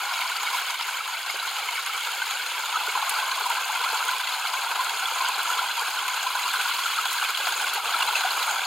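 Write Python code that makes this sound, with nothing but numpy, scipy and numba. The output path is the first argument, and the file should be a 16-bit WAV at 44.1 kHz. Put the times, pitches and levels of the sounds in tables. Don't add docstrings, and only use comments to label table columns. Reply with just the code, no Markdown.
import sys
import numpy as np
from scipy import signal
from scipy.fft import rfft, irfft, next_fast_len
from scipy.io import wavfile
from numba import njit

SR = 44100
rng = np.random.default_rng(int(sys.argv[2]) if len(sys.argv) > 2 else 0)


def generate_wav(sig):
    pcm = np.round(np.clip(np.atleast_2d(sig).T, -1, 1) * 32767).astype(np.int16)
    wavfile.write(sys.argv[1], SR, pcm)


N = 381906
TIME = np.arange(N) / SR

# f/Hz, level/dB
PLUNGE_SPECTRUM = [(350, -44.5), (600, -18), (747, -3.5), (1000, 3.5), (1190, -2.5), (1350, 3), (1470, 4),
                   (1620, 0), (1820, -15.5), (1870, -33), (2430, -8), (4110, -120)]
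# f/Hz, level/dB
RIGHT_JET_SPECTRUM = [(1080, -50), (1830, -21.5), (2030, -4), (2260, -5), (2600, -1), (3120, -3.5),
                      (3380, -0.5), (3700, -9), (3970, -3), (4150, -3), (4800, -9.5), (5700, -22),
                      (7410, -71), (12500, -120)]
# f/Hz, level/dB
SPRAY_SPECTRUM = [(3410, -23), (5800, -16), (6460, -1.5), (6840, 1), (7850, -8.5), (8740, -6), (9450, -9),
                  (11200, -6.5), (14500, -13), (15600, -12.5)]
# f/Hz, level/dB
GULP_SPECTRUM = [(65, -73), (110, -60), (216, -25.5), (371, -6), (460, -1.5), (620, -4), (810, -8),
                 (1360, -120)]
# t/s, share passing on its right/0-1
DIVERSION = [(0, 0), (2.3, 0.3), (3.5, 0.66), (6, 0.82), (8.66, 0.8)]


def pour():
    # t/s, flow/dB, extra large bubbles from a deeper plunge/dB
    flow = [(0.0, -0.5, 2), (0.55, -0.5, -2), (0.72, 0, 0.5), (0.9, -1, -1.5), (1.2, -2, 2.7),
            (1.4, -1.6, 0.5), (1.9, -1.0, -1), (2.45, -0.9, -1), (2.95, 0, 4.5), (4.1, -0.5, 0),
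            (4.55, -0.9, 3), (5.1, -0.1, 1.6), (6.25, -0.64, 0.5), (6.85, 2.5, -5.5), (7.35, 1, -3.5),
            (7.85, 1.3, 3.5), (8.2, 1.5, 4), (8.66, 0.1, 4)]
    # t/s, level/dB, half length/s
    swells_and_lulls = [(0.1, -1.5, 0.03), (0.495, -1, 0.022), (0.562, 3, 0.036), (0.788, -4, 0.02),
                        (3.167, 0.5, 0.034), (4.34, 0.5, 0.031), (4.742, -3.5, 0.011), (7.038, -3.5, 0.016),
                        (7.36, -1.5, 0.033), (7.482, 0.5, 0.05), (7.57, -1, 0.022), (7.714, -4.5, 0.018),
                        (7.814, -4.5, 0.035), (8.183, 1.5, 0.03), (8.485, 1.5, 0.073)]
    # t/s, level/dB
    gulp_levels = [(0, -57.5), (1.2, -56), (2.3, -56), (2.8, -53), (4.3, -55), (5.4, -52), (6.4, -55),
                   (7.35, -54.5), (7.5, -51), (8.66, -50)]
    flow_db, depth_db = curves(flow)
    level_db = flow_db + sum(db * np.exp(-((TIME - s) / half_s) ** 2) for s, db, half_s in swells_and_lulls)
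    right_share, = curves(DIVERSION)
    surge = 0.6 * walk(12) + 0.25 * walk(33) + 1.1 * walk(110)
    spatter = splats(spread_db=5.0, decay_s=0.0053, count=2200)
    gulp_gain = undb(curves(gulp_levels)[0] + 0.5 * level_db)
    plunge_gain = undb(-32.5 + 0.97 * level_db + 2.5 * right_share)
    splash_gain = undb(-31.5 + 0.8 * level_db - 0.13 * right_share)
    spray_gain = undb(-39 + 0.99 * level_db + 1.1 * right_share)
    return (gulping(surge) * gulp_gain
            + culvert(plunging(surge, spatter, depth_db)) * plunge_gain
            + splashing(surge, spatter) * splash_gain
            + spraying(surge, spatter) * spray_gain)


def plunging(surge, spatter, depth_db):
    flutter = undb(surge) * speckle(spatter, share=0.12)
    gurgle = bubbles(PLUNGE_SPECTRUM, flutter, cycles=25.06, spread_db=5.0, froth_db=-1.0,
                     glide=0.082, count=7000)
    large = shade(gurgle, [(880, 1.0), (1200, -16)])
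    depth_gain = undb(1.02 * (depth_db - depth_db.mean()))
    return unit(gurgle + large * (depth_gain - 1))


def culvert(water, reach=0.16):
    pipe_hz = [1023, 1420]
    # t/s, lower note/dB, upper note/dB
    pipe_gains = [(0, 2.5, 2), (1.0, 0, 1), (2.2, -3, 1), (3.2, 1, 0.5), (4.2, 5.5, 0), (5.1, 5, 2.5),
                  (6.3, 5, -2), (7.0, -2.5, 3), (7.8, -6, 0.5), (8.66, 0.5, 1.5)]
    notes = (shade(water, [(hz * (1 - reach), -24), (hz, 0), (hz * (1 + reach), -24)]) for hz in pipe_hz)
    return water + sum(note * (undb(db) - 1) for note, db in zip(notes, curves(pipe_gains)))


def splashing(surge, spatter):
    # f/Hz, level/dB
    left_jet_spectrum = [(1100, -40), (1870, -9.5), (2020, -10), (2100, -3), (2240, 1.5), (2470, -5),
                         (3030, -2.5), (3700, -8.5), (3920, -7), (4290, -7.5), (4900, -12.5), (5850, -23.5),
                         (7600, -62), (12900, -120)]
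    right_share, = curves(DIVERSION)
    flutter = undb(0.48 * surge) * speckle(spatter, share=0.29)
    left, right = (bubbles(jet, flutter, cycles=46, spread_db=5.5, froth_db=2.5, glide=0.058, count=6000)
                   for jet in (left_jet_spectrum, RIGHT_JET_SPECTRUM))
    return np.sqrt(1 - right_share) * left + np.sqrt(right_share) * right


def spraying(surge, spatter):
    crackle = splats(spread_db=3.5, decay_s=0.001, count=1600)
    flutter = undb(0.64 * surge) * speckle(spatter, share=0.15) * speckle(crackle, share=0.19)
    mist = bubbles(SPRAY_SPECTRUM, flutter, cycles=99, spread_db=6.0, froth_db=8.5,
                   glide=0.025, count=4000)
    fizz = shade(mist, [(5800, -20), (6500, -0.5), (7200, -2), (8200, -23)])
    spurts = undb(1.3 * walk(22))
    return unit(mist + fizz * (spurts - 1))


def slaps():
    # t/s, level/dB, decay/s, extra level of the body/dB
    sheets = [(0.431, -21.5, 0.0054, 4.5), (0.545, -26, 0.013, 2), (0.808, -20, 0.006, 0),
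              (1.685, -22.5, 0.009, -4), (1.976, -19, 0.006, -3), (2.048, -20, 0.007, -8),
              (2.217, -21, 0.006, 3.5), (2.307, -15.5, 0.01, -6), (2.973, -21, 0.0055, 8.5),
              (3.725, -21, 0.0067, 3), (4.002, -23, 0.0045, 5), (4.755, -17, 0.0075, 2.5),
              (4.816, -19, 0.005, -4), (4.893, -14, 0.006, -11), (6.079, -11, 0.006, -12),
              (6.967, -19, 0.005, -2), (7.053, -15, 0.01, -1), (7.222, -25, 0.021, 6.5),
              (7.372, -14, 0.007, -10), (7.468, -17.5, 0.012, 1.5), (7.52, -16.5, 0.013, -3.5),
              (7.666, -18, 0.007, -2), (7.757, -17.5, 0.009, -4), (7.854, -21, 0.004, 5),
              (8.004, -21.5, 0.0075, 6.5), (8.025, -17, 0.007, -7), (8.083, -16.5, 0.006, -1),
              (8.153, -16.5, 0.028, -4), (8.206, -17, 0.009, -1), (8.25, -23, 0.022, 3.5),
              (8.425, -15, 0.014, -9)]
    crash = stereo_noise() * sum(undb(db) * burst(s, decay_s) for s, db, decay_s, _ in sheets)
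    body = stereo_noise() * sum(undb(db + extra) * burst(s, decay_s) for s, db, decay_s, extra in sheets)
    return (undb(3.5) * colour(crash, RIGHT_JET_SPECTRUM)
            + undb(7.5) * colour(body, PLUNGE_SPECTRUM)
            + undb(-7.0) * colour(crash, SPRAY_SPECTRUM))


def plops():
    # t/s, level/dB, f/Hz
    near_bubbles = [(0.25, -21.5, 1010), (0.318, -19.5, 1450), (0.548, -20.5, 1000), (0.584, -19, 1400),
                    (1.006, -19, 1290), (1.688, -17, 2170), (1.896, -20, 1297), (2.22, -14, 1517),
                    (2.399, -19, 1480), (2.742, -18, 1280), (2.757, -14, 1254), (2.954, -14, 1005),
                    (3.025, -16, 1070), (3.461, -14, 976), (3.502, -14, 933), (3.695, -19, 846),
                    (3.757, -18.5, 1390), (3.865, -20, 1320), (4.134, -16, 1020), (4.794, -13.5, 1014),
                    (5.057, -13.5, 3340), (5.207, -16.5, 1015), (5.592, -15.5, 1350), (6.266, -14.5, 1000),
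                    (6.354, -18.5, 980), (6.988, -12.5, 1270), (7.474, -17, 1403), (7.643, -14.5, 1433),
                    (8.155, -12.5, 2620), (8.25, -14.5, 744)]
    s, db, hz = np.array(near_bubbles, float).T.copy()
    cycles = 30 * np.sqrt(hz / 1000)
    pan = rng.uniform(-0.86, 1, len(s))
    notes = ring(s, hz, undb(db), cycles, pan, glide=0.054, swell=0.266)
    return shade(notes, [(100, -45), (350, -1)])


def drops():
    # t/s, tick level/dB, f/Hz, mist level/dB, mist decay/s
    landings = [(0.545, -22, 10500, -32, 0.028), (0.706, -14, 6500, -31, 0.008),
                (3.0945, -5, 10100, -18.5, 0.008), (3.462, -23, 11000, -24, 0.004),
                (3.498, -18, 7400, -22, 0.005), (4.0527, -17, 9400, -28, 0.003),
                (4.846, -14, 7030, -30, 0.006), (5.286, -10, 7000, -31, 0.008),
                (5.431, -16, 11400, -25, 0.005), (6.231, -13, 6750, -27, 0.005),
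                (7.128, -17, 10500, -22, 0.009), (7.736, -16, 11500, -20, 0.004),
                (8.4966, -15, 7200, -23, 0.003)]
    s, db, hz = np.array(landings, float).T[:3].copy()
    pan = rng.uniform(-1, 1, len(s))
    ticks = ring(s, hz, undb(db), cycles=np.full(len(s), 20.), pan=pan, glide=0.088, swell=0.053)
    mist = stereo_noise() * sum(undb(level) * burst(t, decay_s) for t, _, _, level, decay_s in landings)
    return colour(ticks + mist, [(2000, -35), (6000, -5), (7000, -2.5), (10000, -2), (13000, -2),
                                 (16000, -8)])


def glugs(decay_s=0.017, lead_s=0.0084):
    # t/s, level/dB, f/Hz
    pockets = [(1.346, -34.5, 550), (1.626, -40, 535), (2.18, -42, 540), (2.882, -34, 417),
               (3.931, -37, 470), (5.121, -36, 520), (7.755, -37, 440), (7.866, -36, 460)]
    s, db, hz = np.array(pockets, float).T.copy()
    centre = np.zeros(len(s))
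    notes = ring(s, hz, undb(db), cycles=np.full(len(s), 17.), pan=centre, glide=0.08, swell=0.25)
    rush = stereo_noise() * sum(undb(level) * burst(t - lead_s, decay_s) for t, level, _ in pockets)
    return shade(notes, [(100, -45), (350, -1)]) + undb(13.0) * colour(rush, GULP_SPECTRUM)


def gulping(surge):
    flutter = undb(1.04 * surge + 0.93 * walk(25))
    return bubbles(GULP_SPECTRUM, flutter, cycles=10.77, spread_db=4.0, froth_db=-2.5,
                   glide=0.057, count=3200)


def rumble():
    # t/s, level/dB
    rumble_levels = [(0, -85.5), (8.0, -87), (8.4, -76), (8.66, -77)]
    db, = curves(rumble_levels)
    low = colour(stereo_noise(), [(20, -2.0), (100, -5.0), (200, 0.5), (600, -29)])
    return unit(low) * undb(db + 2.9 * walk(24))


def bubbles(spectrum, flutter, cycles, spread_db, froth_db, glide, count):
    when, pitch, life, place = rng.random((count, 4)).T
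    loudness = np.clip(rng.standard_normal(count), -3, 1.7)
    low_hz, high_hz = spectrum[1][0] * .8, spectrum[-2][0] * 1.05
    hz = low_hz * (high_hz / low_hz) ** pitch
    amplitude = hz * undb(spread_db * loudness)
    cloud = ring(when * N / SR, hz, amplitude, cycles * (.5 + life), 2 * place - 1, glide, swell=0.25)
    froth = shade(stereo_noise(), [(high_hz, 0), (2 * high_hz, -40)])
    churn = unit(cloud) + undb(froth_db) * unit(froth)
    return unit(colour(flutter * churn, spectrum))


@njit
def ring(onset_s, hz, amplitude, cycles, pan, glide, swell):
    out = np.zeros((2, N))
    for k in range(len(onset_s)):
        length, phase = int(cycles[k] * SR / hz[k]), 0.
        first = int(onset_s[k] * SR - swell * length / 2)
        for i in range(max(0, -first), min(length, N - first)):
            age = i / length
            phase += 2 * np.pi * hz[k] * (1 + glide * age) / SR
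            attack = 1 - np.exp(-(age / swell) ** 2)
            decay = np.exp(-6.9 * (age - swell)) * (1 - age ** 4)
            pressure = amplitude[k] * attack * decay * np.sin(phase)
            out[0, first + i] += pressure
            out[1, first + i] += pan[k] * pressure
    return out


def splats(spread_db, decay_s, count):
    onsets = (rng.random(count) * N).astype(int)
    loudness = np.minimum(rng.exponential(size=count), 3.4)
    hits = np.bincount(onsets, undb(spread_db * loudness) ** 2, N)
    power = signal.lfilter([1], [1, -np.exp(-1 / (decay_s * SR))], hits)
    return power / power.mean()


def speckle(power, share):
    return np.sqrt(1 - share + share * power)


def burst(s, decay_s, rise_s=0.00074):
    first = max(int(s * SR), 0)
    age = TIME[:min(SR // 10, N - first)]
    envelope = np.zeros(N)
    envelope[first:first + len(age)] = (1 - np.exp(-age / rise_s)) * np.exp(-age / decay_s)
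    return envelope


def walk(rate):
    knots = rng.standard_normal(4096)
    return np.sqrt(1.5) * np.interp(TIME * rate, np.arange(len(knots)), knots)


def stereo_noise():
    return rng.standard_normal((2, N))


def undb(db):
    return 10 ** (np.asarray(db) / 20)


def unit(x):
    return x / np.sqrt(np.mean(x ** 2, axis=-1, keepdims=True))


def curves(table):
    s, *columns = np.transpose(table)
    return [np.interp(TIME, s, column) for column in columns]


def bin_gains(points, size):
    hz, db = np.transpose(sorted(points))
    bin_hz = np.linspace(0, SR / 2, size + 1)
    return undb(np.interp(np.log(bin_hz + 1), np.log(hz), db))


def shade(x, points):
    size = next_fast_len(N)
    return irfft(rfft(x, 2 * size) * bin_gains(points, size))[..., :N]


def colour(x, points, size=2048):
    low_hz, low_db = points[0]
    skirt = [(low_hz / 2, low_db - 30)]
    cepstrum = irfft(np.log(bin_gains(skirt + list(points), size)))[:size]
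    cepstrum[1:] *= 2
    response = irfft(np.exp(rfft(cepstrum, 2 * size)))[:size]
    return signal.oaconvolve(x, response[None], axes=1)[:, :N]


def scene():
    # f/Hz, side gain/dB
    width = [(100, -7), (380, -13), (700, -7.5), (1000, -29.5), (1450, -27.5), (1850, -7.5), (2400, -19.5),
             (3200, -10.5), (4400, -9), (5700, 0.5), (6800, -10), (8500, -7), (15000, -2)]
    # f/Hz, left minus right/dB
    lean = [(150, -2), (380, 2), (1000, 1), (1700, -1), (2400, 1), (3300, -4), (4400, 5), (6500, 1.5),
            (14000, -1)]
    mid, side = pour() + plops() + glugs() + slaps() + drops() + rumble()
    side = shade(side, width)
    left = shade(mid + side, [(hz, db / 2) for hz, db in lean])
    right = shade(mid - side, [(hz, -db / 2) for hz, db in lean])
    return np.array([left, right])


def record(dry):
    top_hz = 15800
    return signal.sosfilt(signal.ellip(12, .1, 80, top_hz, fs=SR, output="sos"), dry)


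dry = scene()
out = record(dry)
generate_wav(out)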